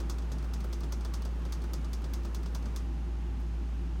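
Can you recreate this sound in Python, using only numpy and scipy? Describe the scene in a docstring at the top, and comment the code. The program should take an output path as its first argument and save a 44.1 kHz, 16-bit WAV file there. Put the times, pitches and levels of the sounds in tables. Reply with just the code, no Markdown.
"""Small pump in a wood-panelled camper

A pump clicks about five times a second, then stops. Each stroke is a sharp clack, a faint tick as
the mechanism lets go and a softer return click. These impacts excite the modes of one housing and
reverberate in the tight cabin; dull pushes and a low churning go with them. One tiny tick follows.
A motor hums steadily underneath, with cabin rumble, fan air and a thin whine."""
import sys
import numpy as np
from scipy import signal
from scipy.fft import rfft, irfft, next_fast_len
from scipy.io import wavfile

SR = 44100
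rng = np.random.default_rng(int(sys.argv[2]) if len(sys.argv) > 2 else 0)


def to_wav(sig):
    """Store sig (one row per channel, or 1-D mono) as 16-bit WAV at the path in sys.argv[1].

    Samples outside -1..1 are clipped; the rate is SR.
    """
    pcm = np.clip(np.atleast_2d(sig), -1, 1) * 32767
    pcm = np.round(pcm).astype(np.int16)
    wavfile.write(sys.argv[1], SR, pcm.T)  # frames by channels


N = 176400
CLICK_SAMPLES = SR // 3

# Working strokes and returns: t/s, level/dB, snap/dB re body, knock/dB re KNOCK_DB, push level/dB
STROKE_CLACKS = [(0.0971, -34, -11, 10.5, -36), (0.3179, -40, -19, 7, -23), (0.5364, -38, -12, 7, -34),
                 (0.7285, -38, -12, 2, -23), (0.9225, -36, -10, 5, -20), (1.1379, -35.5, -10, 3, -23),
                 (1.5233, -36, -8, 3, -27), (1.7345, -36, -7, 1, -21), (1.9322, -37.5, -8, -1, -27),
                 (2.136, -37, -4.5, -16, -25), (2.3468, -38, -7, 4, -28), (2.5485, -36.5, -11, -2, -15.5),
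                 (2.7617, -36.5, -5, -8, -21)]
RETURN_CLICKS = [(0.0024, -38.5, -11, 10, -17.5), (0.2214, -48, -17, 3, -29), (0.4426, -47, -11, 0, -21),
                 (0.6426, -45, -2, 9, -17), (0.834, -41, -19, 0, -19), (1.049, -36.5, -11, 2, -19),
                 (1.2516, -38, -7.5, -2, -20.5), (1.4523, -43, -15, 9, -20), (1.6394, -45, -8, 15, -20),
                 (1.8457, -42.5, -13, 3, -27), (2.0419, -40, -14, -12, -21.5), (2.2497, -40, -8, 10, -23),
                 (2.4593, -40.5, -15, 7, -22), (2.6565, -41.5, -13, 11, -24)]
# Ticks as the mechanism lets go: t/s, level/dB, snap/dB re body, knock/dB re KNOCK_DB
RELEASE_TICKS = [(0.1839, -44, -12, 6), (0.384, -47.5, -12, -6), (0.4264, -51.5, -8, 0),
                 (0.6053, -46, -7, 8), (0.8061, -45.5, -8, -2), (1.0085, -46, -13, 5),
                 (1.2218, -45, -8, -4), (1.4187, -57, -13, 3), (1.6182, -47.5, -10, 0),
                 (1.8127, -55, -15, 4), (2.0193, -53.5, -8, 16), (2.2337, -53, -8, 2),
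                 (2.431, -48.5, -9, 2), (2.6253, -52, -12, 2)]
# Spectra of the clack, the ticks and returns, the knock and the push: f/Hz, relative density/dB
CLACK_SPECTRUM = [(300, -17), (700, -6), (1150, 1.5), (1800, -4.5), (2700, -10), (3500, -1), (5200, 2),
                  (6400, -0.5), (7400, -7), (8800, -7.5), (10000, -13), (12500, -13.5), (16000, -24)]
LIGHT_SPECTRUM = [(300, -0.5), (1150, 7.5), (2000, -5.5), (2800, -0.5), (3600, 3), (4600, 5.5), (6200, 1.5),
                  (7300, -2.5), (9000, -2), (10300, -30), (12000, -17), (16000, -36)]
KNOCK_SPECTRUM = [(200, -17), (500, -16.5), (800, -6.5), (1150, -3), (1450, 2), (2000, -22), (4000, -38)]
PUSH_SPECTRUM = [(90, -1.5), (150, -0.5), (200, -3), (260, -4.5), (310, -10), (340, 9.5), (450, -4.5),
                 (550, -1), (700, -8), (1200, -8), (1800, -19), (3000, -32)]
# Normal modes of the housing: f/Hz, relative level/dB, T60/s
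HOUSING_MODES = [(2694, -9, .12), (3456, -2, .15), (4270, -4, .1), (4685, -2, .12), (4974, -1, .15),
                 (5035, -3, .12), (5381, 1, .11), (5583, -2, .1), (6044, 0, .12), (6386, -2, .12),
                 (7700, -9, .08), (8450, -7, .08), (10680, -8, .09)]
# Early reflections off the cabinets: delay/s, level/dB re direct sound
CABINET_ECHOES = [(.0011, -2), (.0025, -1.5), (.0042, -2.5), (.0056, -0.5), (0.014, -11)]
# Reverberation time of the cabin: f/Hz, T60/s
CABIN_DECAY = [(300, 0.61), (1200, 0.12), (5000, 0.11), (9000, 0.19), (15000, 0.17)]
# Spectra of the churning, the cabin rumble and the fan air: f/Hz, relative density/dB
CHURN_SPECTRUM = [(60, -1.5), (110, -23.5), (210, 4), (270, -5.5), (310, -12.5), (430, -6), (700, -17.5),
                  (1200, -15), (2000, -24), (5000, -34.5), (16000, -45)]
RUMBLE_SPECTRUM = [(20, -26), (33, -24), (50, -2), (70, -13), (95, 1), (115, -8), (145, 0), (175, 1),
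                   (194, -9.5), (210, -6), (235, -8.5), (265, -3), (310, -13.5), (340, -2.5), (385, -15.5),
                   (420, -16), (600, -40)]
AIR_SPECTRUM = [(250, -40.5), (420, -12), (500, -7.5), (750, -8), (1000, -8), (1400, -11), (2000, -15),
                (2800, -15.5), (3600, -20), (4800, -22.5), (6800, -24.5), (7300, -29), (9600, -30.5),
                (10400, -38), (11800, -33), (13500, -40), (16000, -45)]
# Envelope of the whine: t/s, level/dB
WHINE_ENVELOPE = [(0, -66), (2.4, -69.5), (2.8, -64.5), (4, -66)]

RING_DB, KNOCK_DB = -10, -16   # relative to the body of a click
SNAP_CUTOFF_HZ = 7500


def pump():
    """Superposition: three trains of impacts, the dull pushes, the churning and one last tick."""
    out = clicks(STROKE_CLACKS, CLACK_SPECTRUM, gain_db=18.5)
    out += clicks(RELEASE_TICKS, LIGHT_SPECTRUM, gain_db=19)
    out += clicks(RETURN_CLICKS, LIGHT_SPECTRUM, gain_db=15.5)
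    out += dull_pushes()
    last_tick = from_db(-41) * energy_one(butterworth(contact(), SNAP_CUTOFF_HZ, "high"))
    add(out, last_tick, start_s=3.402)
    return out + churning()


def clicks(rows, spectrum, gain_db, fresh_share=.35):
    """Source and filter: blows on one spot share most of their waveform; the mounting knocks hollowly."""
    out, shared = np.zeros(N), contact()
    for start_s, level_db, snap_db, knock_db, *_ in rows:
        blow = np.sqrt(1 - fresh_share) * shared + np.sqrt(fresh_share) * contact()
        body = energy_one(coloured(blow, spectrum))
        ring = from_db(RING_DB) * housing_ring()
        knock = from_db(KNOCK_DB + knock_db) * energy_one(coloured(blow, KNOCK_SPECTRUM))
        click = body + ring + from_db(snap_db) * snap() + knock
        add(out, from_db(level_db + gain_db) * click, start_s)
    return out


def contact(t60_s=.0054):
    """Room response to an impact: direct crack, early reflections, then a diffuse tail."""
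    direct = noise_burst(t60_s)
    direct[0] += from_db(-7)   # impulse at first touch
    return energy_one(direct + reflections(t60_s) + from_db(7) * cabin_tail())


def snap(t60_s=.003):
    """A brief contact has a broad spectrum: its treble, with reflections, is the click's bright edge."""
    direct = noise_burst(t60_s)
    direct[0] += 1   # impulse at first touch
    reflected = from_db(-7) * reflections(t60_s)
    return energy_one(butterworth(direct + reflected, SNAP_CUTOFF_HZ, "high"))


def housing_ring():
    """Free vibration: the housing's damped modes, with amplitude and phase varying from blow to blow."""
    t = np.arange(CLICK_SAMPLES) / SR
    ring = 0
    for hz, level_db, t60_s in HOUSING_MODES:
        amplitude = from_db(level_db + rng.normal(0, .67))
        ring += amplitude * np.sin(2 * np.pi * (hz * t + rng.random())) * decay(t60_s)
    return energy_one(ring)


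def dull_pushes(attack_s=.0042, t60_s=.067):
    """Damped transients: each stroke and return gives a thud of low-frequency noise."""
    out = np.zeros(N)
    t = np.arange(CLICK_SAMPLES) / SR
    envelope = decay(t60_s) * (1 - np.exp(-t / attack_s))
    for start_s, *_, push_db in list(STROKE_CLACKS) + list(RETURN_CLICKS):
        thud = coloured(envelope * rng.standard_normal(CLICK_SAMPLES), PUSH_SPECTRUM)
        add(out, from_db(push_db) * energy_one(thud), start_s)
    return out


def churning(stop_s=2.82, fade_s=.11):
    """Amplitude envelope: the pump's low running noise fades linearly after the last stroke."""
    t = np.arange(N) / SR
    running = np.clip(1 - (t - stop_s) / fade_s, 0, 1)
    return from_db(-51) * running * noise(CHURN_SPECTRUM)


def reflections(t60_s):
    """Path delay: the cabinets return a crack as later, weaker bursts of noise."""
    out = np.zeros(CLICK_SAMPLES)
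    for delay_s, level_db in CABINET_ECHOES:
        delayed = np.pad(noise_burst(t60_s), (int(delay_s * SR), 0))
        out += from_db(level_db) * delayed[:CLICK_SAMPLES]
    return out


def cabin_tail():
    """Diffuse reverberation: each band decays at its own rate, and the bass lasts longest."""
    edges_hz = np.geomspace(100, 20000, 9)
    tail = 0
    for low, high in zip(edges_hz, edges_hz[1:]):
        band = butterworth(rng.standard_normal(CLICK_SAMPLES), [low, high], "band")
        tail += band * decay(at_hz(CABIN_DECAY, np.sqrt(low * high)))
    return energy_one(tail)


def motor(hum_hz=57.6, whine_hz=797.5, wander_hz=.6):
    """Periodic vibration gives pure tones: a low hum and a thin whine of slightly wandering pitch."""
    t = np.arange(N) / SR
    hum = from_db(-33) * rms_one(np.sin(2 * np.pi * hum_hz * t))
    whine_phase = 2 * np.pi * np.cumsum(whine_hz + wander_hz * drift(corner_hz=4.6)) / SR
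    whine_gain = from_db(np.interp(t, *np.transpose(WHINE_ENVELOPE)))
    return hum + whine_gain * rms_one(np.sin(whine_phase))


def fan_air(duct_hz=868, bandwidth_hz=26):
    """Broadband flow noise, with one narrow resonance of the fan's air path."""
    resonator = signal.iirpeak(duct_hz, duct_hz / bandwidth_hz, fs=SR)
    duct = rms_one(signal.lfilter(*resonator, rng.standard_normal(N)))
    return from_db(-56.5) * noise(AIR_SPECTRUM) + from_db(-68) * duct


def cabin_rumble():
    """Stationary noise with low spectral peaks, heard as a steady rumble."""
    return from_db(-45) * butterworth(noise(RUMBLE_SPECTRUM), 700, "low")


def from_db(db):
    """Amplitude ratio of a level in decibels."""
    return 10 ** (np.asarray(db) / 20)


def rms_one(x):
    """Normalisation to unit mean power."""
    return x / np.sqrt(np.mean(x ** 2) + 1e-20)


def energy_one(x):
    """Normalisation to unit energy."""
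    return x / np.sqrt(np.sum(x ** 2) + 1e-20)


def at_hz(points, hz):
    """Interpolation on a logarithmic frequency axis."""
    f, value = np.transpose(points)
    return np.interp(np.log(np.maximum(hz, 1)), np.log(f), value)


def butterworth(x, cutoff_hz, kind):
    """Maximally flat filter with skirts of 12 dB per octave."""
    return signal.sosfilt(signal.butter(2, cutoff_hz, kind, fs=SR, output="sos"), x)


def coloured(x, spectrum):
    """Minimum-phase filter: folding the cepstrum gives a causal response with the given spectrum."""
    size = 2 * next_fast_len(len(x))
    magnitude = from_db(at_hz(spectrum, np.fft.rfftfreq(size, 1 / SR)))
    cepstrum = irfft(np.log(magnitude))
    cepstrum[1:size // 2] *= 2
    cepstrum[size // 2 + 1:] = 0
    return irfft(rfft(x, size) * np.exp(rfft(cepstrum)))[:len(x)]


def noise(spectrum):
    """Filtered white noise in its steady state, at unit rms."""
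    return rms_one(coloured(rng.standard_normal(N + SR), spectrum)[SR:])


def drift(corner_hz):
    """Low-pass noise: a slow random wander of unit rms."""
    f = np.fft.rfftfreq(N, 1 / SR)
    return rms_one(irfft(rfft(rng.standard_normal(N)) / (1 + (f / corner_hz) ** 2), N))


def decay(t60_s):
    """Exponential damping: a fall of 60 dB in t60_s."""
    return from_db(-60 * np.arange(CLICK_SAMPLES) / SR / t60_s)


def noise_burst(t60_s):
    """Exponentially damped white noise of unit energy."""
    return energy_one(rng.standard_normal(CLICK_SAMPLES) * decay(t60_s))


def add(out, sound, start_s):
    """Superposition of a sound on the output from start_s on."""
    i = int(start_s * SR)
    out[i:i + len(sound)] += sound[:N - i]


def scene():
    """Superposition of the pump and the steady background, in mono."""
    return (pump() + motor() + fan_air() + cabin_rumble())[None]


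def record(dry):
    """Band limiting: an elliptic low-pass cuts steeply above 15.9 kHz."""
    return signal.sosfilt(signal.ellip(10, .1, 80, 15900, fs=SR, output="sos"), dry)


dry = scene()
out = record(dry)
to_wav(out)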